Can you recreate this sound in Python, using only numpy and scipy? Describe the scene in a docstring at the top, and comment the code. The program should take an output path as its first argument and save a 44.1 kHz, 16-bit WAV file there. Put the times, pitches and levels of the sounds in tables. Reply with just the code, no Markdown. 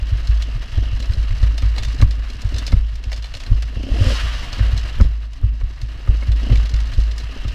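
"""A dirt trail in a wood; the microphone is in a camera strapped to the rider of a fast mountain bike.
From the start, close below, tyres hiss and crackle over grit and the coasting hub whirrs; roots jolt
the camera, which thuds and sways on its mount; chain and cables rattle. At 2.5 s the brake grabs briefly.
Near 4 s a tyre stutters and skids through a turn, and the nearby bank throws the hiss back.
At 5 s it grips again; a last dab of the brake at 6.4 s leads onto more stony ground."""
import sys
import numpy as np
from scipy import signal
from scipy.fft import rfft, irfft
from scipy.io import wavfile

SR = 44100
rng = np.random.default_rng(int(sys.argv[2]) if len(sys.argv) > 2 else 0)


def wrap_up_sound(samples):
    """Save the sound to the file named by the first command line argument, as 16-bit audio."""
    columns = np.atleast_2d(samples).T
    # keep every value between -1 and 1, then stretch to whole-number steps
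    tamed = np.clip(columns, -1, 1)
    steps = np.round(tamed * 32767).astype(np.int16)
    wavfile.write(sys.argv[1], SR, steps)


N = 332514
TIME = np.arange(N) / SR


def gain_of(db):
    """Decibels to amplitude."""
    return 10 ** (np.asarray(db) / 20)


def unit_rms(x):
    """Scales to rms 1."""
    return x / np.sqrt(np.mean(x ** 2) + 1e-20)


def curve(rows):
    """Joins (time, value) rows by straight lines."""
    return np.interp(TIME, *np.transpose(rows))


def add(mix, s, sound):
    """Mixes a sound in at time s."""
    start = round(s * SR)
    sound = sound[max(-start, 0):]
    part = mix[max(start, 0):][:len(sound)]
    part += sound[:len(part)]


def coloured(x, spectrum, size=8192):
    """Minimum-phase filter of unit energy: the spectrum sets the colour, not the level."""
    hz, db = np.transpose(spectrum)
    bins_hz = abs(np.fft.fftfreq(size, 1 / SR)) + 1
    log_gain = np.log(gain_of(np.interp(np.log(bins_hz), np.log(hz), db)))
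    taps = np.fft.ifft(np.exp(np.conj(signal.hilbert(log_gain)))).real[:size // 2]
    return signal.oaconvolve(x, taps / np.linalg.norm(taps))[:len(x)]


def wander(rate_hz):
    """Random drift of rms 1, mostly slower than rate_hz."""
    hz = np.fft.rfftfreq(N, 1 / SR)
    return unit_rms(irfft(rfft(rng.standard_normal(N)) / (1 + (hz / rate_hz) ** 2), N))


def grit(per_s, spread_db):
    """Sparse clicks of grains; a few are much louder, or softer if the spread is negative."""
    size = gain_of(spread_db * np.minimum(rng.exponential(1, N), 5))
    return unit_rms(size * rng.choice([-1, 1], N) * (rng.random(N) < per_s / SR))


def burst(t, rise, t60):
    """A puff of noise that starts at t = 0 and dies away."""
    age = np.maximum(t, 0)
    return rng.standard_normal(len(t)) * (1 - np.exp(-age / rise)) * gain_of(-60 * age / t60)


# Rolling level of the tyres, set by speed and ground: t/s, level/dB
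ROLL_LEVEL = [(0.0, -43), (0.65, -43.5), (1.75, -41), (2.2, -45), (2.6, -41.5), (2.88, -49), (3.28, -46.5),
              (3.65, -45), (3.84, -46.5), (4.14, -30.5), (4.3, -36), (4.87, -39), (5.1, -48.5),
              (5.31, -52.5), (6.05, -46.5), (6.55, -39.5), (7.05, -44), (7.54, -43.5)]
# Stony stretches of trail: start t/s, end t/s
STONY_SPANS = [(0.98, 1.144), (1.651, 2.0), (2.3, 2.57), (3.119, 3.27), (3.34, 3.42), (6.48, 7.24)]
# Spectra of crushed soil, flying grit and scrubbing tread: f/Hz, level/dB
ROLL_SPECTRUM = [(150, -22.5), (400, -7), (680, 2), (840, -2), (1230, 2.5), (1520, 1), (1850, 4.5),
                 (2300, -2), (2900, 4), (3500, -6.5), (4100, -1), (5100, -14.5), (6500, -18.5),
                 (10000, -30)]
SPRAY_SPECTRUM = [(2000, -11.5), (4000, 0.5), (5200, 2.5), (6500, -6), (8500, -12), (10000, -15),
                  (12000, -23), (13500, -22), (16000, -51)]
SCRUB_SPECTRUM = [(90, -17), (170, 6), (265, 6.5), (350, 1.5), (450, -3), (560, -5.5), (680, -8),
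                  (850, -13.5), (1500, -49)]
def tyres(spray_db=-12, stony_spray_db=-59, scrub_db=-6, jolt_scrub_db=-33.5):
    """Close below the microphone, knobs crush soil in clumps, throw grit and scrub under load."""
    clumps, roll_db = wander(rate_hz=36), curve(ROLL_LEVEL)
    stony = sum((TIME > start) & (TIME < end) for start, end in STONY_SPANS)
    stony_spray = gain_of(stony_spray_db + 2.9 * wander(rate_hz=8.3)) * stony
    thrown = np.hypot(gain_of(roll_db + spray_db), stony_spray)
    crunch = unit_rms(rng.standard_normal(N) + 0.62 * grit(per_s=1500, spread_db=2))
    fizz = unit_rms(rng.standard_normal(N) + gain_of(-18) * grit(per_s=330, spread_db=-3.5))
    roll = coloured(crunch, ROLL_SPECTRUM) * gain_of(roll_db + 2.2 * clumps)
    spray = coloured(fizz, SPRAY_SPECTRUM) * thrown * gain_of(2 * clumps + 2 * wander(rate_hz=25))
    load = gain_of(jolt_scrub_db) * jolt_load(rise_s=0.0061, fall_s=0.039)
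    pressed = np.hypot(gain_of(scrub_db) * frame_vibration(), load)
    scrub = coloured(rng.standard_normal(N), SCRUB_SPECTRUM) * pressed
    scrub *= gain_of(4 * wander(rate_hz=47) + 2 * wander(rate_hz=8))
    # flung pebbles tick on the frame
    tick = burst(np.arange(SR // 40) / SR, rise=0.0006, t60=0.029)
    ticks = unit_rms(signal.oaconvolve(grit(per_s=60, spread_db=-0.5), tick)[:N])
    pebbles = coloured(ticks, STRIKE_SPECTRUM) + 0.14 * coloured(ticks, SIZZLE_SPECTRUM)
    return roll + spray + scrub + pebbles * thrown


# Spectrum of ploughed soil: f/Hz, level/dB
SOIL_SPECTRUM = [(200, -23), (550, -2), (840, -23), (1250, 3), (1850, 3), (2300, -2.5), (3050, 7.5),
                 (3600, -2), (5000, -16), (9000, -69)]
def skid(peak_s=4.09, grip_s=5.02, rise_db_per_s=99, grip_db_per_s=300):
    """The sliding tyre ploughs loose soil: a burst of sand, then a darker, lumpy roar until it grips."""
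    since_peak = np.maximum(TIME - peak_s, 0)
    swell_db = -rise_db_per_s * np.maximum(peak_s - TIME, 0)
    grip_db = -grip_db_per_s * np.maximum(TIME - grip_s, 0)
    soil = unit_rms(rng.standard_normal(N) + 0.88 * grit(per_s=2700, spread_db=2))
    sand = unit_rms(rng.standard_normal(N) + 0.73 * grit(per_s=6500, spread_db=9))
    roar = coloured(soil, SOIL_SPECTRUM) * gain_of(-35 - 14.5 * since_peak + 2.5 * wander(rate_hz=46))
    spray = coloured(sand, SPRAY_SPECTRUM) * gain_of(-33.5 - 63 * since_peak)
    return (roar + spray) * gain_of(swell_db + grip_db)


# Pulls of the brake: start t/s, end t/s, starting level/dB, final level/dB
BRAKE_PULLS = [(2.52, 2.63, -31, -35), (3.767, 4.133, -26.5, -22), (6.428, 6.54, -25, -22.5)]
def brake_stutter(grunt_hz=254.7, squawk_hz=548):
    """The braked tyre grabs and lets go in a quick run; each grab is a rough grunt with a scrape."""
    out, t = np.zeros(N), np.arange(SR // 10) / SR
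    swell = t / 0.0049 * np.exp(1 - t / 0.0063)
    for start, end, first_db, last_db in BRAKE_PULLS:
        for s in grab_times(start, end):
            late, detune, uneven = rng.standard_normal(3)
            angle = 2 * np.pi * t * (1 + 0.096 * detune)
            squawk = gain_of(-16.5 + 50 * (s - start))  # the upper tone grows while the brake is held
            tone = (np.sin(grunt_hz * angle) + squawk * np.sin(squawk_hz * angle)) / np.hypot(1, squawk)
            roughness = 0.35 * coloured(rng.standard_normal(len(t)), SCRUB_SPECTRUM)
            grunt = tone * gain_of(-60 * t / 0.12) + roughness
            scrape = gain_of(-17.5) * coloured(rng.standard_normal(len(t)), PAWL_SPECTRUM)
            db = np.interp(s, [start, end], [first_db, last_db]) + 0.61 * uneven
            add(out, s + 0.002 * late, gain_of(db) * swell * (grunt + scrape))
    return out


def grab_times(start, end, per_s=28, quicken_per_s2=85):
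    """The tyre grabs faster and faster during one pull of the brake."""
    held = np.arange(0, end - start, 1 / SR)
    count = np.floor(per_s * held + quicken_per_s2 * held ** 2 / 2)
    return start + held[np.diff(count, prepend=-1) > 0]


MOUNT_HZ = 53.52  # the camera mount's own swing
# Heavy jolts at the microphone: crest t/s, thud level/dB, thud f/Hz, sway level/dB
CAMERA_JOLTS = [(0.024, -21, 82, -15.5), (0.129, -11.5, 92, -12.5), (0.298, -14, 86, -6.5),
                (0.563, -21, 117, -24), (0.784, -8.5, 91, -11), (0.935, -15, 92, -15),
                (1.104, -10.5, 81.5, -18), (1.181, -17, 93, -9), (1.318, -15, 93, -17.5),
                (1.436, -9, 85, -6.5), (1.637, -15.5, 96, -8.5), (1.864, -23.5, 103, -15.5),
                (2.032, -1.5, 96.5, -9), (2.455, -13.5, 98, -17), (2.547, -16, 86, -17),
                (2.74, -3.5, 83, -8.5), (3.073, -21.5, 97, -15.5), (3.521, -7.5, 98, -8.5),
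                (3.773, -18.5, 99, -16.5), (3.922, -18.5, 93.5, -10), (4.018, -4, 92, -37),
                (4.072, -11, 94, -11.5), (4.243, -18.5, 84, -14.5), (4.612, -8.5, 97.5, -8.5),
                (4.738, -11.5, 96, -12.5), (5.017, -2, 78, -7.5), (5.445, -10, 97.4, -10),
                (5.639, -19.5, 84, -19), (5.836, -19.5, 102, -18), (6.094, -8, 94.5, -8.5),
                (6.294, -11, 95, -7), (6.519, -6, 110, -4.5), (6.741, -16, 102, -8), (6.985, -12, 86, -7),
                (7.46, -19, 103, -20)]
def jolts(sway_t60=0.93, lead_s=0.03):
    """Each jolt thuds through the camera; the mount swings on until the next jolt seats it anew."""
    out, t = np.zeros(N), np.arange(SR) / SR - lead_s
    next_times = [row[0] for row in CAMERA_JOLTS[1:]] + [N / SR + 1]
    for (s, thud_db, hz, sway_db), next_s in zip(CAMERA_JOLTS, next_times):
        onset = (1 + np.tanh((t + 0.002) / 0.009)) / 2
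        cutoff = (1 - np.tanh((s + t - next_s + 0.006) / 0.003)) / 2
        sway = gain_of(sway_db - 60 * t / sway_t60) * onset * cutoff * np.cos(2 * np.pi * MOUNT_HZ * t)
        # the rider's body gives
        heave = gain_of(thud_db - 5) * np.exp(-(t / 0.022) ** 2) * np.cos(2 * np.pi * 37 * t)
        add(out, s - lead_s, thud(t, thud_db, hz) + sway + heave)
    return out


def thud(t, db, hz):
    """A few low cycles that crest at t = 0."""
    push = np.where(t < 0, np.exp(-(t / 0.01) ** 2), 1 / np.cosh(t / 0.0091))
    return gain_of(db) * push * np.cos(2 * np.pi * hz * t)


def jolt_load(rise_s, fall_s):
    """The weight that the jolts put on the bike builds up to each crest and eases off."""
    power, t = np.zeros(N), np.arange(-SR // 2, SR // 2) / SR
    shape = np.exp(-np.maximum(-t / rise_s, t / fall_s))
    for s, thud_db, _, _ in CAMERA_JOLTS:
        add(power, s + t[0], (gain_of(thud_db) * shape) ** 2)
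    return np.sqrt(power)


def frame_vibration(top_db=-41):
    """How hard the frame shakes: it follows the rolling level, capped below the skid's surge."""
    return gain_of(top_db + 0.96 * np.minimum(curve(ROLL_LEVEL) - top_db, 0))


def bumps(per_s=6.5, thud_hz=99.7):
    """Small bumps knock the frame, thud lightly and nudge the mount, harder the faster the bike rolls."""
    out, t, vibration = np.zeros(N), np.arange(-SR // 30, SR // 2) / SR, frame_vibration()
    swing = (1 + np.tanh(t / 0.009)) / 2 * np.cos(2 * np.pi * MOUNT_HZ * t)
    ringing = swing * gain_of(2.5 - 60 * t / 0.49) + gain_of(-16) * frame_ring(t + 0.01)
    slots = np.arange(0, N / SR, 1 / per_s)
    for s, (late, softness) in zip(slots, rng.random((len(slots), 2))):
        db = 20 * np.log10(np.interp(s, TIME, vibration)) + 20 - 8 * softness
        add(out, s + late / per_s + t[0], thud(t, db, thud_hz) + gain_of(db) * ringing)
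    return out


# Wheel strikes: t/s, knock level/dB, crack level/dB, crack f/Hz
WHEEL_STRIKES = [(0.999, -30, -38, 1670), (1.427, -23.5, -41, 1940), (1.624, -27, -27, 1220),
                 (1.777, -35, -24.5, 2140), (2.003, -21, -26, 1640), (2.022, -20, -16, 1144),
                 (2.725, -17, -23, 2096), (4.592, -23.5, -28, 1580), (5.001, -12.5, -20, 1430),
                 (5.01, -22.5, -17.5, 1090), (5.428, -32, -40, 1200), (5.611, -34, -31, 1130),
                 (6.074, -26.5, -27.5, 1245), (6.223, -25.5, -27, 2170), (6.501, -36, -28, 2070),
                 (7.448, -24.5, -31.5, 1250)]
# Spectra of the dull knock and the sharp crack: f/Hz, level/dB
KNOCK_SPECTRUM = [(80, 16), (160, -7), (250, 5.5), (380, 1), (550, -15.5), (900, -42), (2500, -70)]
CRACK_SPECTRUM = [(300, 5), (600, -4.5), (820, 2), (1300, -5), (2200, -1), (2900, -20), (6000, -23),
                  (12000, -37)]
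def wheel_knocks(crack_t60=0.034):
    """A wheel meets a root or stone: a short pitched crack and a hollow knock through the frame."""
    out, t = np.zeros(N), np.arange(SR // 6) / SR
    onset = 1 - np.exp(-t / 0.0027)
    ring = frame_ring(t)
    for s, knock_db, crack_db, crack_hz in WHEEL_STRIKES:
        knock = ring + gain_of(-5.5) * coloured(burst(t, rise=0.002, t60=0.064), KNOCK_SPECTRUM)
        tone = onset * gain_of(-60 * t / crack_t60) * np.sin(2 * np.pi * crack_hz * t)
        crack = coloured(burst(t, rise=0.0017, t60=crack_t60), CRACK_SPECTRUM) + tone
        add(out, s, gain_of(knock_db) * knock + gain_of(crack_db) * crack)
    return out


# Modes of the frame: f/Hz, level/dB, t60/s
FRAME_MODES = [(148, -27, 0.037), (247, 4.5, 0.037), (349, -6, 0.031), (525, -5.5, 0.042),
               (1313, -11, 0.052)]
def frame_ring(t):
    """The frame rings hollow after a blow at t = 0."""
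    age = np.maximum(t, 0)
    ring = sum(gain_of(db - 60 * age / t60) * np.sin(2 * np.pi * hz * age) for hz, db, t60 in FRAME_MODES)
    return (1 - np.exp(-age / 0.0018)) * ring


# Loud slaps of chain and cables: t/s, level/dB, relative clack level/dB, ping f/Hz
CHAIN_SLAPS = [(0.272, -32, -14, 4040), (0.422, -29, 3.5, 3830), (1.001, -32, -4, 4270),
               (1.1346, -32.5, -12, 5200), (1.4285, -33, 3, 4030), (1.579, -28, 3, 4100),
               (1.6198, -34, 4, 4140), (1.7817, -24.5, 4, 4240), (1.8325, -28.5, 3, 3750),
               (1.8483, -30, 1, 4030), (1.987, -40, -2, 3840), (2.0144, -25, 5, 3980),
               (2.1084, -30.5, -1, 4040), (2.563, -31, -4, 5000), (2.583, -25, -19, 4100),
               (2.6658, -23.5, -4, 5000), (2.677, -28.5, 6, 3870), (2.7195, -30, -3, 4020),
               (2.9548, -39.5, 2, 3980), (3.038, -38, 7.5, 4260), (3.117, -31, 8, 5400),
               (3.1284, -28.5, 5, 4230), (3.176, -34, -18, 5230), (3.242, -33.5, 6, 4170),
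               (3.255, -40, -12, 5500), (3.3386, -34.5, 10.5, 4400), (3.35, -30.5, -1, 4340),
               (3.4014, -33, 1, 4660), (3.464, -38, 7, 4100), (3.6226, -31, 4.5, 4500),
               (3.83, -41, 13.5, 4300), (4.5288, -25, 2, 5160), (4.7764, -28, -1, 3920),
               (5.011, -28.5, 1, 5360), (5.3323, -40.5, 3, 5100), (5.8147, -34.5, 0, 4250),
               (6.3182, -34, -1, 5190), (6.556, -31, 6, 4360), (6.6935, -33, -4, 4120),
               (6.7388, -33, 6.5, 4070), (7.48, -33, 0, 4785)]
def chain_rattle(chatter_per_s=17, chatter_db=-36.5):
    """Chain and cables slap the bike, with lighter, uneven chatter over the stony stretches."""
    out = np.zeros(N)
    for s, db, clack_db, ping_hz in CHAIN_SLAPS:
        add(out, s, gain_of(db) * slap(clack_db, ping_hz))
    for start, end in STONY_SPANS:
        for slot in np.arange(start, end, 1 / chatter_per_s):
            db = chatter_db + 2.5 * rng.standard_normal()
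            s = slot + rng.random() / chatter_per_s
            add(out, s, gain_of(db) * slap(clack_db=2.5, ping_hz=rng.uniform(3900, 5100)))
    return out


# Modes of the bike's metal parts: f/Hz, level/dB, t60/s
METAL_MODES = [(1796, 3.5, 0.032), (2880, -7, 0.038), (3540, 4.5, 0.12), (4060, 13.5, 0.041),
               (5115, 0.5, 0.12), (5340, -16, 0.021), (6060, -25, .03), (7260, -10, 0.044)]
# Spectra of a strike on metal, its midrange clack and its top sizzle: f/Hz, level/dB
STRIKE_SPECTRUM = [(400, -27), (1000, -28), (2000, -12.5), (3000, 0.5), (4000, 3), (4600, 6.5), (5300, 0),
                   (7000, -6), (9000, -14.5), (11500, -24.5), (16000, -36)]
CLACK_SPECTRUM = [(200, -17.5), (600, 8.5), (1200, -4), (1900, 7), (2900, 9), (5000, -22), (9000, -27)]
SIZZLE_SPECTRUM = [(3000, -11), (5300, 8.5), (7000, 2), (9000, -8), (11500, -12.5), (13500, -15),
                   (16000, -24)]
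def slap(clack_db, ping_hz, slap_t60=0.032):
    """Chain links strike twice in quick succession and ring the metal parts."""
    t = np.arange(SR // 8) / SR
    strikes = burst(t, rise=0.0013, t60=slap_t60)
    strikes += 0.2 * burst(t - slap_t60 * rng.uniform(0.074, 0.5), rise=0.00026, t60=0.085)
    ring = np.zeros(len(t))
    for hz, db, t60 in METAL_MODES:
        envelope = rng.uniform(-0.35, 1) * gain_of(db - 60 * t / t60)
        ring += envelope * np.sin(2 * np.pi * hz * rng.uniform(0.99, 1.02) * t)
    ping = (1 - np.exp(-t / 0.00053)) * gain_of(-60 * t / 0.023) * np.sin(2 * np.pi * ping_hz * t)
    metal = 0.99 * coloured(strikes, STRIKE_SPECTRUM) + gain_of(-9.5) * ring + gain_of(-1) * ping
    clack = gain_of(clack_db) * coloured(burst(t, rise=0.002, t60=slap_t60), CLACK_SPECTRUM)
    sizzle_db = -8 + 4.4 * rng.standard_normal()
    sizzle = gain_of(sizzle_db) * coloured(burst(t, rise=0.00039, t60=0.041), SIZZLE_SPECTRUM)
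    return metal + clack + sizzle


# Spectrum of the rumble at the microphone: f/Hz, level/dB
RUMBLE_SPECTRUM = [(8, -10.5), (20, -2), (32, 1), (41, 1.5), (54, -15.5), (70, -16.5), (100, -13),
                   (135, -20), (170, -36), (300, -45.5), (900, -83.5)]
def camera_rumble():
    """Air and trail shake the camera: a lumpy rumble that follows the speed and surges at each jolt."""
    steady = gain_of(14 + 2.5 * wander(rate_hz=6.4)) * frame_vibration()
    surges = gain_of(-7) * jolt_load(rise_s=0.029, fall_s=0.047)
    return coloured(rng.standard_normal(N), RUMBLE_SPECTRUM) * np.hypot(steady, surges)


# Whirr of the coasting hub: t/s, level/dB
HUB_LEVEL = [(0, -53.5), (.9, -46.5), (1.3, -60), (2.9, -56), (3.7, -55), (5.05, -54), (5.3, -76),
             (5.48, -53), (5.7, -74), (6.15, -53.5), (7.0, -55), (7.54, -47)]
# Spectrum of its pawls: f/Hz, level/dB
PAWL_SPECTRUM = [(1000, -35), (2300, -1), (2700, 13.5), (3050, 15.5), (3500, 3), (4100, -14), (5100, 5),
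                 (7000, -22), (12000, -56)]
def freewheel(clicks_per_s=266):
    """Behind the rider, the hub's pawls tick so fast and unevenly that they blur into a whirr."""
    teeth = np.cumsum(clicks_per_s * (1 + 0.027 * wander(rate_hz=3))) / SR
    whirr = coloured(np.exp(-(teeth % 1) / 0.28) * rng.standard_normal(N), PAWL_SPECTRUM)
    drift = np.cumsum(0.045 * wander(rate_hz=7))  # the pitch wavers by a few percent
    whirr = np.interp((np.arange(N) + drift) % N, np.arange(N), whirr)
    return unit_rms(whirr) * gain_of(curve(HUB_LEVEL) + 2 * wander(rate_hz=9.1))


def tread_hum(knobs_per_s=250, level_db=-58.5):
    """The knobs drum a faint, unsteady hum on the ground."""
    cycles = np.cumsum(knobs_per_s * (1 + 0.044 * wander(rate_hz=15.4))) / SR
    return np.sqrt(2) * np.sin(2 * np.pi * cycles) * gain_of(level_db + 4.5 * wander(rate_hz=4.8))


def passing_bank(hiss, loudest_s=4.38, width_s=0.29, delay_s=0.01195, delay_growth=0.00747):
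    """A bank about 2 m off falls behind: its echo comes ever later and sweeps the hiss downward."""
    since = TIME - loudest_s
    share = np.exp(-(since / width_s) ** 2)
    echo = np.interp(TIME - delay_s - delay_growth * since, TIME, hiss)
    return (hiss + share * echo) / np.sqrt(1 + share ** 2)


# Reflections off the rider and the bars: delay t/ms, share of the amplitude
NEAR_ECHOES = [(1.798, 0.11), (3.2, 0.068), (4.151, 0.088)]
def surroundings(bike):
    """Reflections close to the microphone, then a faint, short scatter from the trees."""
    echoes = sum(share * np.interp(TIME - ms / 1000, TIME, bike) for ms, share in NEAR_ECHOES)
    tail = burst(np.arange(SR // 2) / SR, rise=0.005, t60=0.36)
    trees = gain_of(-19.5) * signal.oaconvolve(bike, tail / np.linalg.norm(tail))[:N]
    return bike + echoes + trees


def scene():
    """The bike reaches the mono microphone through the air, the jolts through the mount."""
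    hiss = passing_bank(tyres() + skid())
    bike = hiss + tread_hum() + freewheel() + brake_stutter() + chain_rattle() + wheel_knocks()
    return (surroundings(bike) + jolts() + bumps() + camera_rumble())[None]


def record(dry, edge_hz=15400):
    """The camera flattens the heaviest thuds near full scale, then cuts the highest treble."""
    limited = 0.96 * dry / (1 + dry ** 6) ** (1 / 6)
    lowpass = signal.firwin(511, edge_hz, window=("kaiser", 9), fs=SR)
    return signal.oaconvolve(limited, lowpass[None], "same")


dry = scene()
out = record(dry)
wrap_up_sound(out)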